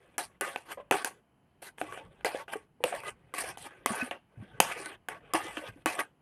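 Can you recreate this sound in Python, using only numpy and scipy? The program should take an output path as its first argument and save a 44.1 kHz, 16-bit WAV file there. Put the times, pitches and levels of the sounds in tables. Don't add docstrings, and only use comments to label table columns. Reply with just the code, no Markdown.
import sys
import numpy as np
from scipy import signal
from scipy.fft import rfft, irfft
from scipy.io import wavfile
from scipy.ndimage import uniform_filter1d

SR = 44100
rng = np.random.default_rng(int(sys.argv[2]) if len(sys.argv) > 2 else 0)


def ratio(d):
    e = np.asarray(d, float) / 20
    return 10 ** e


def log_audio(samples):
    frames = np.atleast_2d(samples).T
    limited = np.clip(frames, -1, 1)
    pcm = np.round(limited * 32767).astype(np.int16)
    wavfile.write(sys.argv[1], SR, pcm)


N = 273861

# start in seconds, body level in dB before damping, # favoured mode in Hz, upper favoured mode in
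# Hz, treble level in dB.
TAP_EVENTS = [(0.181, -13.5, 1290, 1580, -14.5), (0.184, -16, 757, 1570, -46),
              (0.199, -36, 860, 1600, -47.5), (0.41, -12, 1210, 1567, -17), (0.56, -11.5, 796, 2250, -35),
              (0.911, 0, 799, 2690, -13.5), (0.923, -25, 910, 1520, -43), (0.94, -10, 750, 1500, -46.5),
              (1.046, -10, 847, 1600, -16.5), (1.626, -31, 711, 1490, -56.5), (1.783, -30, 830, 1590, -48),
              (1.814, -16.5, 717, 1510, -33.5), (1.924, -22.5, 1110, 1540, -48),
              (1.975, -24.5, 710, 1520, -60), (2.209, -38.5, 990, 1590, -66),
              (2.247, -7.5, 650, 2020, -24.5), (2.255, -22, 600, 2330, -37), (2.265, -16.5, 700, 1540, -35),
              (2.348, -29, 604, 1580, -46), (2.481, -27, 702, 1510, -53), (2.536, -18, 700, 1540, -37),
              (2.839, -3, 590, 2760, -20), (2.879, -22, 704, 1630, -52), (2.927, -16, 710, 1520, -50),
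              (3.003, -31, 1023, 2540, -42), (3.035, -28, 1120, 1500, -43.5),
              (3.339, -16.5, 1120, 2080, -30), (3.573, -28, 810, 3100, -38.5),
              (3.86, -5.5, 1103, 1957, -15.5), (4.111, -13, 705, 2810, -36.5), (4.602, 5, 870, 1770, -5),
              (4.619, -24, 910, 1740, -49.5), (4.701, -27, 829, 2180, -51), (4.714, -24, 1350, 1590, -58),
              (5.086, -16, 693, 1580, -28.5), (5.336, -7, 1122, 1770, -14.5), (5.351, -12, 813, 1710, -32),
              (5.571, -16.5, 1180, 1740, -49), (5.859, -6.5, 935, 1707, -16), (5.991, -12, 1242, 1500, -32)]
# frequency in Hz, relative level in dB, 60 dB decay time in seconds.
PLATE_MODES = [(301, -15, .06), (424, -10, 0.021), (507, -7, 0.022), (531, -3, 0.037), (716, -3, 0.04),
               (811.4, -2, 0.028), (898.3, -4.5, 0.062), (1120, -4, 0.034), (1228.5, -7.5, 0.054),
               (1512, -4, 0.033), (1600, -4, 0.03), (1707, -6, 0.02), (1999, -0.5, 0.026),
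               (2342, -3.5, 0.046), (2537, 0, 0.024), (2760, -4.5, 0.023), (3013, -7, 0.052),
               (3300, -9, 0.023)]
# frequency in Hz, relative level in dB, 60 dB decay time in seconds.
SPOON_MODES = [(4940, -17.5, 0.033), (5900, -18, 0.041), (7130, -14.5, 0.017), (9760, -7.5, 0.026),
               (10100, -7.5, .015), (10070, -6, 0.072), (10690, -6.5, 0.025), (11460, -6.5, 0.06),
               (13200, -16, .03), (14600, -20.5, .04)]
TOUCH_S = 0.0042


def level(x):
    return x / np.sqrt(np.mean(x ** 2))


def colour(x, points):
    hz, db = np.transpose(points)
    f = np.maximum(np.fft.rfftfreq(len(x), 1 / SR), 1)
    gain = ratio(np.interp(np.log(f), np.log(hz), db))
    return irfft(rfft(x) * gain, len(x))


def band(x, lo_hz, hi_hz):
    edges = np.clip([lo_hz, hi_hz], 20, [SR / 2.2, SR / 2.1])
    return signal.sosfilt(signal.butter(2, edges, "bandpass", fs=SR, output="sos"), x)


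def walk(rate):
    hold = int(SR / rate)
    steps = np.repeat(rng.standard_normal(N // hold + 1), hold)
    return 1.32 * uniform_filter1d(steps, hold)[:N]


def ring(hz, db, t60, t, phase):
    swing = np.sin(2 * np.pi * (hz[:, None] * t + phase[:, None]))
    decay = 1000. ** (-t / t60[:, None])
    y = np.sum(ratio(db)[:, None] * swing * decay, axis=0)
    return y / np.abs(y).max()


def add(out, s, x):
    i = int(s * SR)
    out[i:i + len(x)] += x[:N - i]


def taps():
    boom_db = -16.5
    out, t = np.zeros(N), np.arange(SR // 5) / SR
    plate_hz, plate_db, plate_t60 = np.transpose(PLATE_MODES)
    spoon_hz, spoon_db, spoon_t60 = np.transpose(SPOON_MODES)
    count = len(plate_hz)
    low = plate_hz < 640
    press = 0.18 + 0.74 * np.exp(-(t / 0.004) ** 2)
    onset = np.minimum(t / 0.00043, 1)
    for s, body_db, first_hz, second_hz, treble_db in TAP_EVENTS:
        spot = rng.standard_normal((2, count + len(spoon_hz)))
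        favour_db = plate_db + 2 * spot[0, :count]
        favour_db += 15.0 * np.exp(-(np.log(plate_hz / first_hz) / 0.026) ** 2)
        favour_db += 11.0 * np.exp(-(np.log(plate_hz / second_hz) / 0.056) ** 2)
        phase = 0.5 + 0.1 * spot[1, :count]
        body = ring(plate_hz[~low], favour_db[~low], plate_t60[~low], t, phase[~low]) * press
        boom = ring(plate_hz[low], favour_db[low], plate_t60[low], t, phase[low])
        chime = ring(spoon_hz, spoon_db + 8.0 * spot[0, count:], spoon_t60, t, spot[1, count:])
        crack = rng.standard_normal(len(t)) * np.exp(-t / 0.0015)
        tick = band(crack, 6200, 12500) + 0.64 * band(crack, 2500, 16000)
        treble = 0.27 * chime + 1.1 * tick / np.abs(tick).max()
        blow = ratio(body_db) * body + ratio(body_db + boom_db) * boom + ratio(treble_db) * treble
        add(out, s, blow * onset)
    return out


def patchy(x, lo_hz, hi_hz, flicker_db, rate):
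    edges = np.geomspace(lo_hz, hi_hz, int(4 * np.log2(hi_hz / lo_hz)) + 2)
    total = np.zeros(N)
    for k, (lo, hi) in enumerate(zip(edges, edges[1:])):
        total += (-1) ** k * band(x, lo, hi) * ratio(flicker_db * walk(rate))
    return level(total)


def slide(start, length, first_db, last_db, treble_db, modes, low, mid, upper, treble):
    lift_db_per_s = -700
    rim_hz, to_rim_s = 1500, 0.14
    t = np.arange(len(mid)) / SR - TOUCH_S
    db = first_db + (last_db - first_db) * np.clip(t / length, 0, 1)
    treble_db = treble_db + 0.09 * (db - first_db)
    touch = np.clip(1 + t / TOUCH_S, 0, 1)
    lift = ratio(lift_db_per_s * np.maximum(t - length, 0))

    earlier = [tap for tap in TAP_EVENTS if tap[0] <= start]
    spot_hz = earlier[-1][2] if earlier else rim_hz
    since = t + start - (earlier[-1][0] if earlier else 0)
    near_hz = rim_hz + (spot_hz - rim_hz) * np.exp(-np.maximum(since, 0) / to_rim_s)
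    plate_hz = np.array(PLATE_MODES)[:, :1]
    weight = 0.4 + np.exp(-(np.log(plate_hz / near_hz) / 0.23) ** 2)
    tone = np.sum(weight * modes, axis=0) / np.sqrt(np.sum(weight ** 2, axis=0))

    body = np.sqrt(0.5) * (mid + tone)
    low_db = -25.5 - 0.3 * db - 0.3 * treble_db
    upper_db = -7 + 0.86 * treble_db
    hiss = ratio(low_db) * low + ratio(upper_db) * upper + ratio(treble_db) * treble
    return touch * lift * ratio(db) * (body + hiss)


def scrape():
    # frequency in Hz, relative density in dB.
    hiss_points = [(59, -44.5), (100, -18), (230, -16), (331, -4.5), (642, -1.5), (884, -4.5), (1240, -9),
                   (1410, -7), (1750, -5), (6870, -22), (9070, -7.5), (15100, -29.5), (16500, -57.5)]
    # start in seconds, length in seconds,
    # first level in dB, last level in dB, treble at the start in dB relative to the slide.
    slide_rows = [(0.0, 0.16, -66.5, -66.5, -16), (.19, 0.061, -34.5, -49.5, -1.5),
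                  (0.301, 0.058, -68, -69, -20), (0.416, 0.14, -34.5, -50.5, -9.5),
                  (0.575, 0.066, -54, -68, -4), (0.654, 0.068, -61, -38, -11.5),
                  (0.775, 0.029, -58, -54, -24), (0.923, 0.1, -28, -42, -8.5),
                  (1.056, .02, -33.5, -39.5, -0.5), (1.111, 0.089, -60.5, -75, -26.5),
                  (1.622, 0.059, -49, -49, -0.5), (1.78, 0.026, -53.5, -49, -7.5),
                  (1.821, 0.05, -47, -54, -12), (1.865, 0.065, -60, -49, -12.5),
                  (1.933, 0.043, -47.5, -49.5, -13.5), (1.988, 0.12, -50.5, -69, -19),
                  (2.112, 0.12, -67.5, -62.5, -20.5), (2.255, 0.089, -31.5, -44, -11),
                  (2.356, 0.066, -42, -47.5, -11.5), (2.482, 0.021, -51.5, -43.5, -16),
                  (2.514, 0.019, -50, -35, -13), (2.563, 0.087, -57, -75, -9),
                  (2.808, 0.024, -68, -59, -20.5), (2.851, 0.053, -39.5, -42, -7),
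                  (2.913, 0.029, -49, -41.5, -15), (2.95, 0.092, -45, -56, -7.5),
                  (3.039, 0.052, -48, -37, -12), (3.161, 0.18, -74.5, -70.5, -19),
                  (3.346, 0.037, -39, -41, -7), (3.384, 0.049, -38, -40, -2),
                  (3.439, .075, -43.5, -44, -4.5), (3.519, 0.053, -61, -65, -14),
                  (3.583, 0.042, -51, -54, 3.5), (3.615, 0.056, -61, -41, -13),
                  (3.709, 0.18, -58.5, -65, -19), (3.87, 0.12, -37.5, -39, -9.5),
                  (4, 0.088, -38.5, -47.5, -9), (4.115, 0.062, -36, -58.5, -21),
                  (4.297, 0.052, -74.5, -73, -19.5), (4.36, 0.07, -70, -56.5, -19),
                  (4.439, 0.15, -64, -58.5, -24.5), (4.615, 0.092, -30.5, -39, -9.5),
                  (4.713, .17, -41, -45, -10), (4.889, 0.057, -46.5, -51, -15),
                  (5.091, 0.082, -39.5, -53.5, -17.5), (5.208, 0.11, -64, -58, -25),
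                  (5.347, 0.049, -27, -38.5, -10.5), (5.407, 0.16, -41.5, -46, -11),
                  (5.571, 0.037, -40, -46, -10), (5.618, 0.069, -50, -42.5, -14.5),
                  (5.721, 0.1, -67, -66.5, -11.5), (5.866, 0.091, -30, -40, -9.5),
                  (5.967, 0.031, -51, -23, -16), (6.056, .03, -67.5, -76, -24)]
    slip = ratio(1.8 * walk(220))
    unsteady = np.array([ratio(1.3 * walk(60)) for _ in range(4)])
    grit = rng.standard_normal((4, N)) * slip * unsteady
    sizes = ratio(2.5 * rng.exponential(size=N)) * rng.standard_normal(N)
    ticks = (rng.random(N) < 500 / SR) * sizes
    grit = grit + np.array([[0], [1.5], [3.0], [3.0]]) * ticks
    edges_hz = [110, 600, 3700, 7200, 17000]
    low, mid, upper, treble = [patchy(colour(g, hiss_points), lo, hi, flicker_db=4.0, rate=35)
                               for g, lo, hi in zip(grit, edges_hz, edges_hz[1:])]
    modes = []
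    for hz, db, t60 in PLATE_MODES:
        tone = level(band(grit[0], hz - 0.65 / t60, hz + 0.78 / t60))
        modes.append(ratio(db + 4.0 * walk(26)) * tone)
    modes = level(np.array(modes))
    for hz, db, t60 in SPOON_MODES:
        tone = level(band(grit[0], hz - 0.84 / t60, hz + 1.5 / t60))
        treble = treble + ratio(db - 12.5 + 3.0 * walk(10)) * tone
    treble, out = level(treble), np.zeros(N)
    for row in slide_rows:
        i = max(int((row[0] - TOUCH_S) * SR), 0)
        part = slice(i, i + int(row[1] * SR) + SR // 8)
        out[part] += slide(*row, modes[:, part], low[part], mid[part], upper[part], treble[part])
    return out


def low_thumps():
    # start in seconds, level in dB, #
    # pitch in Hz, upper note in dB relative to the lower (held to 0 at most), 60 dB decay time in seconds.
    thumps = [(0.418, -30.5, 402, -14, 0.079), (0.773, -34.5, 558, -9, 0.12),
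              (0.799, -36.5, 580, -7, 0.082), (0.914, -21.5, 404, -2, 0.086), (0.942, -24, 410, 5, 0.072),
              (1.82, -33.5, 307, -6, 0.09), (2.25, -28.5, 435, -15, 0.071), (2.347, -21, 526, -20, 0.038),
              (2.555, -26, 428, -11, 0.054), (2.804, -39.5, 477, -10, 0.073),
              (2.84, -15.5, 503, -19, 0.055), (2.86, -25.5, 588, -16, 0.064),
              (2.924, -31.5, 705, -15, 0.069), (2.939, -28, 567, -16.5, 0.06),
              (3.439, -35, 520, -15, 0.067), (3.862, -31, 260, -2, 0.036),
              (3.904, -24.5, 216, -12, 0.093), (4.024, -25.5, 252.4, -16, .07),
              (4.373, -34, 120, -15, 0.093), (4.4, -31.5, 115, -12.5, 0.083),
              (4.424, -35, 203.3, -27, 0.077), (4.604, -22, 200, -10, 0.034),
              (4.762, -38.5, 481, -12, .1), (4.8, -39, 388, -16, 0.09), (4.86, -41.5, 338, -21, 0.058),
              (5.345, -21, 330.5, -11, 0.077), (5.45, -35.5, 330, -25, 0.075),
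              (5.573, -35, 303, -20, 0.099), (5.688, -36, 112, -10, 0.089),
              (5.76, -46.5, 285, -14.5, 0.11), (5.861, -23, 325, -4.5, 0.053),
              (5.964, -34.5, 720, -19, .06), (5.987, -36, 300, -12, 0.072)]
    push_cycles, squash_depth = 0.35, 0.38
    out, t = np.zeros(N), np.arange(SR // 4) / SR
    for s, db, hz, upper_db, t60 in thumps:
        squash = 1 + squash_depth * level(band(rng.standard_normal(len(t)), 25, hz / 3))
        upper_note = ratio(min(upper_db, 0)) * np.sin(2 * np.pi * 1.8 * hz * t)
        note = np.sin(2 * np.pi * hz * t) + upper_note
        decay = 1000. ** (-t / max(t60, 0.01))
        push = 1 - np.exp(-t * hz / push_cycles)
        add(out, s, -ratio(db) * note * squash * decay * push)
    return out


def room(x):
    t60_s = 0.23
    t = np.arange(SR // 2) / SR
    noise = band(rng.standard_normal(len(t)), 250, 12000)
    tail = noise * 1000. 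** (-t / t60_s) * np.clip(t / 0.002, 0, 1)
    return signal.fftconvolve(x, tail / np.sqrt(np.sum(tail ** 2)))[:N]


def rumble():
    # time in seconds, level in dB (1 dB is taken off below).
    grip_levels = [(0.0, -76), (0.64, -72), (0.97, -72.5), (1.19, -89), (1.6, -78.5), (1.92, -63),
                   (2.42, -70), (2.631, -79.5), (2.85, -78), (3.01, -65.5), (3.51, -65.5), (4.01, -71.5),
                   (4.151, -80.5), (4.41, -79.5), (4.551, -55), (4.91, -69), (5.14, -73.5), (5.479, -64),
                   (5.861, -67.5), (6.05, -82), (6.21, -81.5)]
    s, db = np.transpose(grip_levels)
    upper_thud = level(band(rng.standard_normal(N), 82, 180))
    deep_thud = level(band(rng.standard_normal(N), 30, 70))
    throb_db = np.interp(np.arange(N) / SR, s, db) - 1.0 + 4.2 * walk(27)
    return (upper_thud + ratio(-6.5) * deep_thud) * ratio(throb_db)


def air():
    # frequency in Hz, relative density in dB.
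    murmur_points = [(15, -49), (25, -29.5), (54, -4.5), (157, 1), (595, -13.5), (680, -9), (1890, -21.5),
                     (2750, -23.5), (3070, -19), (3350, -33.5), (5000, -39.5), (6500, -72.5), (11000, -120)]
    murmur_db, hiss_db = -68.5, -89.5
    edges_hz = [25, 150, 500, 1300, 3500, 7000]
    murmur = np.zeros(N)
    for lo, hi in zip(edges_hz, edges_hz[1:]):
        noise = colour(rng.standard_normal(N), murmur_points)
        murmur += band(noise, lo, hi) * ratio(1.2 * walk(9))
    hiss = band(rng.standard_normal(N), 10000, 10400) + 0.26 * band(rng.standard_normal(N), 4000, 15000)
    return level(murmur) * ratio(murmur_db) + level(hiss) * ratio(hiss_db)


def scene():
    room_db = -14.5
    blows = band(taps(), 260, 19000) + low_thumps()
    near = blows + ratio(room_db) * room(blows) + scrape()
    return (band(near, 59, 13000) + rumble() + air())[None]


def roll_off(x):
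    return signal.sosfilt(signal.butter(12, 16900, fs=SR, output="sos"), x)


def record(dry):
    top_hz = 16800
    rounded = 0.9 * np.tanh(dry / 0.9)
    low_pass = signal.ellip(8, 0.2, 70, top_hz, fs=SR, output="sos")
    mix = signal.sosfilt(low_pass, rounded)
    return roll_off(mix)


dry = scene()
out = record(dry)
log_audio(out)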